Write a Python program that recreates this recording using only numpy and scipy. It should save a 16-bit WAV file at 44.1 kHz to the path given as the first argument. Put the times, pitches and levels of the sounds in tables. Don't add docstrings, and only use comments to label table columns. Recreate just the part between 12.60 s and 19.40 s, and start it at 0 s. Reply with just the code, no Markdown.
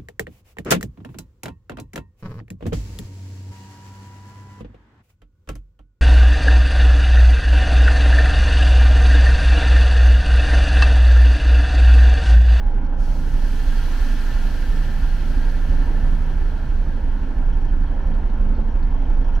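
import sys
import numpy as np
from scipy import signal
from scipy.fft import rfft, irfft, next_fast_len
from scipy.io import wavfile
from scipy.ndimage import uniform_filter1d

SR = 44100
rng = np.random.default_rng(int(sys.argv[2]) if len(sys.argv) > 2 else 0)


def output_pcm(signal):
    pcm = np.clip(np.atleast_2d(signal).T, -1, 1) * 32767
    wavfile.write(sys.argv[1], SR, np.round(pcm).astype(np.int16))


N = 299880

MAIN_ORDER, SECOND_ORDER = 9, 13
# (frequency [Hz], coherence [ratio])
AIR_COHERENCE = [(60, 0.97), (130, 0.84), (290, 0.63), (640, 0.16), (1410, 1), (3100, 0.59), (6820, 0.26),
                 (15000, 0.37)]


def engine():
    # (time [s], speed [rpm], main order [dB], second order [dB])
    running = [(0, 355.3, -17.6, -28), (.5, 354.8, -18.3, -28.3), (.95, 354.6, -16.8, -27.3),
               (1.45, 354.3, -17.9, -29.3), (2.5, 354.4, -18.1, -27.5), (2.95, 354.3, -16.6, -26.8),
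               (3.2, 361.1, -16.6, -25.8), (3.45, 365.3, -15.7, -26.7), (3.7, 364.7, -17.3, -33.4),
               (3.95, 360.8, -20.8, -31), (4.2, 356.6, -18.6, -27.7), (4.45, 352.9, -19.5, -34.8),
               (4.7, 351.2, -21.3, -28.5), (4.95, 349.5, -15.8, -24.2), (5.45, 349.3, -19.8, -26.1),
               (5.8, 349.6, -17.3, -24), (6.2, 350.5, -18.3, -25), (6.45, 351.1, -16.3, -24.6),
               (6.8, 351.7, -15.8, -24.3)]
    rpm, main_db, second_db = curves(running)
    cycles = np.cumsum(rpm / 120) / SR
    tones = exhaust(rpm, cycles, main_db, second_db) + gears(rpm, cycles)
    return np.sqrt(2) * tones + rumble(main_db) + roar(cycles)


def exhaust(rpm, cycles, main_db, second_db):
    # (order [per cycle], before [dB], after [dB])
    weak_orders = [(5, -55, -48), (6, -48, -41), (7, -36, -33), (8, -51, -47), (10, -34, -33),
                   (11, -40, -52), (12, -33, -37), (14, -53, -36), (15, -35, -39), (16, -38.5, -37),
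                   (17, -35, -37), (18, -36, -41), (19, -45, -49), (20, -37, -37), (21, -46, -49),
                   (22, -45, -35), (23, -44, -43), (24, -44, -43), (25, -44, -41), (26, -49, -46),
                   (27, -60, -47)]
    surged = ramp(start_s=2.85, lasts_s=.3)
    pull_rpm_per_s = np.maximum(uniform_filter1d(np.gradient(rpm) * SR, size=8000), 0)
    orders = [(MAIN_ORDER, main_db, 0), (SECOND_ORDER, second_db, 0)]
    for order, before, after in weak_orders:
        db = before + (after - before) * surged + .09 * pull_rpm_per_s + .7 * drift(3.3)
        slip_turns = .035 * drift(1.2)
        orders.append((order, db, slip_turns))
    return sum(gain_of(db) * np.sin(2 * np.pi * (order * cycles + slip_turns + rng.random()))
               for order, db, slip_turns in orders)


def gears(rpm, cycles):
    # (order [per cycle], slow [dB], idle [dB], fast [dB])
    orders = [(50.3, -50, -45, -41.5), (75.1, -46.5, -51, -50), (92.4, -47.5, -51, -60),
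              (2 * 92.4, -67, -60, -63), (3 * 92.4, -72, -55, -66), (4 * 92.4, -60.5, -67, -68)]
    speeds_rpm = 351.5, 354.4, 365
    lash_turns = .06 * drift(4.5)
    tones = np.zeros(N)
    for order, *levels_db in orders:
        level_db = np.interp(rpm, speeds_rpm, levels_db) + 3.2 * drift(2.5)
        tones += gain_of(level_db) * np.sin(2 * np.pi * (order * cycles + lash_turns))
    return tones


def rumble(main_db):
    # (frequency [Hz], relative density [dB])
    spectrum = [(5, -14), (14, -7), (30, -5), (48, 0), (76, -6), (86, -20), (130, -40)]
    level_db = -35.5 + .5 * (main_db - main_db.mean())
    return gain_of(level_db) * noise(spectrum, [(20, .9), (130, .9)], 1.1, .1, size=8192)


def roar(cycles):
    # (frequency [Hz], relative density [dB])
    spectrum = [(47, -29), (80, -8), (100, -6), (125, -7), (170, -9.5), (290, -10.5), (340, -19),
                (367, -16), (400, -22), (460, -19.5), (700, -22), (820, -20.5), (945, -20), (985, -25.5),
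                (1500, -26.5), (2300, -35), (3100, -40.5), (6000, -50.5), (15500, -63)]
    # (time [s], level [dB])
    envelope = [(0, -32.5), (1.5, -33.5), (2.7, -33), (3.3, -31), (4.2, -33.5), (4.8, -33), (5.3, -32.5),
                (5.7, -32), (6.2, -33.5), (6.8, -31.5)]
    # (frequency [Hz], coherence [ratio])
    coherence = [(60, 0.89), (130, 0.94), (290, 0.95), (640, 0.43), (1410, 0.77), (3100, 0.52),
                 (6820, 0.065), (15000, 0.18)]
    phase = 2 * np.pi * cycles
    throb_db = .82 * np.cos(MAIN_ORDER * phase) + .5 * np.cos((SECOND_ORDER - MAIN_ORDER) * phase)
    return gain_of(curves(envelope)[0] + throb_db) * noise(spectrum, coherence, 1.31, .66, size=2048)


def vent():
    # (time [s], level [dB])
    envelope = [(.36, -47), (.45, -42.5), (.66, -42), (.94, -38.5), (1.4, -36.5), (2.1, -40), (2.86, -42.5),
                (3.3, -46), (3.92, -50), (5.3, -59.5), (6.8, -66)]
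    jet_db = curves(envelope)[0]
    flow_db = jet_db - jet_db.max()
    opened = ramp(start_s=.372, lasts_s=.028)
    throttled = (1 - ramp(start_s=.46, lasts_s=.86)) ** 2
    return opened * (jet(jet_db, throttled) + pipe(flow_db, throttled) + valve(flow_db, throttled))


def jet(jet_db, throttled):
    # (frequency [Hz], relative density [dB])
    spectrum = [(900, -15.5), (2000, -0.5), (4300, -0.5), (6200, -5), (9000, -7), (12400, -8), (14000, -10),
                (15700, -11)]
    fall_db = np.maximum.accumulate(jet_db[::-1])[::-1] - jet_db.max()
    tilt = .14 * fall_db + 2.5 * throttled
    return gain_of(jet_db) * noise(spectrum, AIR_COHERENCE, .91, .78, size=512, db_per_octave=tilt)


def pipe(flow_db, throttled):
    # (frequency [Hz], relative density [dB])
    spectrum = [(600, -12.5), (850, -12.5), (1280, -1.5), (1450, -5.5), (1800, -2.5), (2100, -13),
                (3300, -22.5), (4000, -52)]
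    # (frequency [Hz], bandwidth [Hz], relative level [dB])
    modes = [(1432, 55, 0), (1602, 36, 3), (1757, 38, 2), (1938, 24, -1)]
    air = noise(spectrum, AIR_COHERENCE, .87, .71)
    song = np.zeros((2, N))
    for hz, width, db in modes:
        swell = gain_of(db + 1.2 * drift(3.0))
        song += swell * unit_rms(resonate(air, hz + 7 * drift(2.5), width))
    blend = unit_rms(air) + gain_of(2.6 + .28 * flow_db) * unit_rms(song)
    level_db = -43 + .45 * flow_db - 11.5 * throttled + .48 * drift(11.0)
    return gain_of(level_db) * unit_rms(blend)


def valve(flow_db, throttled):
    # (frequency [Hz], relative density [dB])
    edge_band = [(3200, -29), (4400, -6), (5500, 2), (6800, -6), (8500, -12)]
    nozzle_band = [(11000, -22), (12000, -1), (12600, 0.5), (13300, -5), (14500, -16)]
    edge = gain_of(-50.5) * np.sqrt(throttled) * noise(edge_band, AIR_COHERENCE, .92, .95, size=512)
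    nozzle = gain_of(-60 + .68 * flow_db) * noise(nozzle_band, AIR_COHERENCE, .96, .93, size=512)
    return edge + nozzle


def rattles():
    # (time [s], low modes [dB], middle modes [dB], high modes [dB])
    landings = [(4.07, -62.5, -65, -58), (4.66, -54, -62, -60), (4.926, -47, -62, -54),
                (5.006, -56, -65, -55), (5.05, -59, -64, -58), (5.082, -48, -58, -58),
                (5.22, -59, -57, -66), (5.265, -48, -53, -61), (5.339, -53.5, -62, -59),
                (5.417, -57, -62, -55), (5.4594, -52.5, -62, -55), (5.516, -51, -62, -63),
                (5.537, -53, -50, -62), (5.653, -58, -61, -58), (5.698, -61, -48, -59),
                (5.886, -56, -52, -60), (5.951, -57, -47.5, -63), (5.976, -57, -51, -61),
                (6.0, -58, -52, -59), (6.105, -60, -60, -59), (6.1479, -55, -63, -62),
                (6.227, -61, -46, -60.5), (6.31, -54, -58, -63), (6.365, -53, -62, -65),
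                (6.39, -58, -64, -57), (6.407, -49, -64, -62), (6.453, -50, -58, -64),
                (6.502, -53, -58, -58.5), (6.566, -58, -55.5, -64.5), (6.61, -52, -65, -67),
                (6.643, -47, -58, -53), (6.682, -50, -64, -57), (6.722, -58, -61, -63),
                (6.751, -46, -62, -45)]
    # (group [index], frequency [Hz], relative level [dB], bandwidth [Hz])
    modes = [(0, 2720, -5, 320), (0, 3050, 0, 300), (0, 3280, -2, 300), (1, 3700, 0, 350),
             (1, 4250, -1, 350), (1, 4900, -6, 350), (2, 5600, -1, 280), (2, 5850, -3, 320),
             (2, 6380, -9, 300)]
    # (low modes [dB], middle modes [dB], high modes [dB])
    tap_db = [-61.5, -63.5, -61]
    landings = np.array(landings)
    bounces, mean_gap_s, bounce_loss_db, taps_per_s = 5, .0045, 1.3, 60
    strike_spread_db, landing_spread_db = 5, 6
    gaps = mean_gap_s * rng.uniform(.5, 1.5, (len(landings), bounces))
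    bounce_s = landings[:, :1] + np.cumsum(gaps, axis=1) - gaps[:, :1]
    at = np.minimum(np.round(bounce_s * SR).astype(int), N - 1)
    taps = rng.random(N) < taps_per_s / SR
    taps = taps + .96 * np.roll(taps, 185) + .5 * np.roll(taps, 420)
    out = np.zeros(N)
    for group, hz, db, width in modes:
        blows = taps * gain_of(tap_db[group] + strike_spread_db * (rng.random(N) - .5))
        level_db = landings[:, 1 + group, None] - bounce_loss_db * np.arange(bounces)
        level_db += landing_spread_db * (rng.random((len(landings), 1)) - .5)
        level_db -= strike_spread_db * rng.random(at.shape)
        np.add.at(blows, at, gain_of(level_db) * rng.choice([-1, 1], at.shape))
        out += signal.oaconvolve(blows, gain_of(db) * ring(hz, width))[:N]
    reflection = .96 * np.roll(out, 70)
    return np.array([out, .38 * out + reflection])


def knocks():
    # (time [s], level [dB], boost of the top mode [dB])
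    blows = [(5.986, -39.5, 1), (6.165, -45, 3), (6.497, -47, 9), (6.579, -47, 8)]
    # (frequency [Hz], relative level [dB], bandwidth [Hz])
    modes = [(545, 0, 60), (720, -4, 90), (860, -1, 60)]
    low, middle, top = [gain_of(db) * ring(hz, width) for hz, db, width in modes]
    out = np.zeros(N)
    for s, db, top_db in blows:
        out[round(s * SR):][:len(top)] += gain_of(db) * (low + middle + gain_of(top_db) * top)
    return out


def ring(hz, width):
    t = np.arange(3000) / SR
    decay = np.pi * width * t
    return np.e * decay * np.exp(-decay) * np.sin(2 * np.pi * hz * t)


def resonate(x, hz, width):
    carrier = np.exp(2j * np.pi * np.cumsum(hz) / SR)
    pole = np.exp(-np.pi * width / SR)
    return 2 * (carrier * signal.lfilter([1 - pole], [1, -pole], x / carrier)).real


def noise(spectrum, coherence, patchy_db, flicker_db, size=1024, db_per_octave=np.zeros(N)):
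    frames, hz = 4 * N // size + 5, np.fft.rfftfreq(size, 1 / SR)
    hz = hz[hz < 1.3 * spectrum[-1][0]]
    draws = rng.standard_normal((frames, len(hz), 6), dtype=np.float32).T
    left_re, left_im, apart_re, apart_im, patches, flicker = draws
    patches = unit_rms(uniform_filter1d(uniform_filter1d(patches, size=14, axis=0), size=10, axis=1))
    flicker = unit_rms(uniform_filter1d(flicker, size=90, axis=0))
    alike = np.clip(at_hz(coherence, hz), -1, 1)[:, None]
    left = left_re + 1j * left_im
    right = alike * left + np.sqrt(1 - alike ** 2) * (apart_re + 1j * apart_im)
    octaves = np.log2(np.clip(hz, 1, 9000) / 9000)
    frame_at = np.minimum(np.arange(frames) * size // 4, N - 1)
    tilt_db = np.outer(octaves, db_per_octave[frame_at])
    field = gain_of(at_hz(spectrum, hz)[:, None] + patchy_db * patches + flicker_db * flicker)
    field *= gain_of(tilt_db) / np.sqrt(np.sum(field ** 2) / frames)
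    bins = np.zeros((2, size // 2 + 1, frames), np.complex64)
    bins[:, :len(hz)] = np.array([left, right]) * field
    return signal.istft(bins, nperseg=size, noverlap=3 * size // 4)[1][:, :N]


def drift(top_hz):
    t = np.arange(0, N + 200, 200) / SR
    rates_hz = top_hz * np.geomspace(.1, 1, num=16)
    slow = sum(np.sin(2 * np.pi * (hz * t + rng.random())) / np.sqrt(hz) for hz in rates_hz)
    return np.interp(np.arange(N) / SR, t, unit_rms(slow))


def ramp(start_s, lasts_s):
    return np.clip((np.arange(N) / SR - start_s) / lasts_s, 0, 1)


def curves(rows):
    s, *columns = np.transpose(rows)
    return [np.interp(np.arange(N) / SR, s, column) for column in columns]


def at_hz(points, hz):
    known_hz, value = np.transpose(points)
    return np.interp(np.log(hz + 1), np.log(known_hz + 1), value)


def gain_of(db):
    return 10 ** (np.asarray(db) / 20)


def unit_rms(x):
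    return x / np.sqrt(np.mean(x ** 2) + 1e-20)


def scene():
    return engine() + vent() + rattles() + knocks()


def record(dry):
    # (frequency [Hz], gain [dB])
    housing = [(1000, 0), (1090, -1), (1130, -5.5), (1195, -9), (1225, -5), (1330, -1), (1785, 0),
               (1815, -5), (1950, -5), (3250, -2), (3650, -8), (4300, -3), (4900, -7), (6300, -5),
               (7100, -12), (8000, -10), (9000, -12), (11000, -9), (11600, -12), (12400, -8),
               (13500, -11.5)]
    # (frequency [Hz], left over right [dB])
    balance = [(25, -3.9), (45, -2.8), (70, -1.2), (130, -.1), (700, .8), (2400, 0), (6000, -.5),
               (15000, -1.3)]
    size = next_fast_len(N + 8192)
    hz = np.fft.rfftfreq(size, 1 / SR)
    half_db = at_hz(balance, hz) / 2
    response = gain_of(at_hz(housing, hz) + [half_db, -half_db])
    ports = irfft(rfft(dry, size) * response, size)[:, :N]
    low_pass = signal.firwin(1023, cutoff=15745, window=("kaiser", 9), fs=SR)
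    return signal.oaconvolve(ports, low_pass[None], "same")


dry = scene()
out = record(dry)
output_pcm(out)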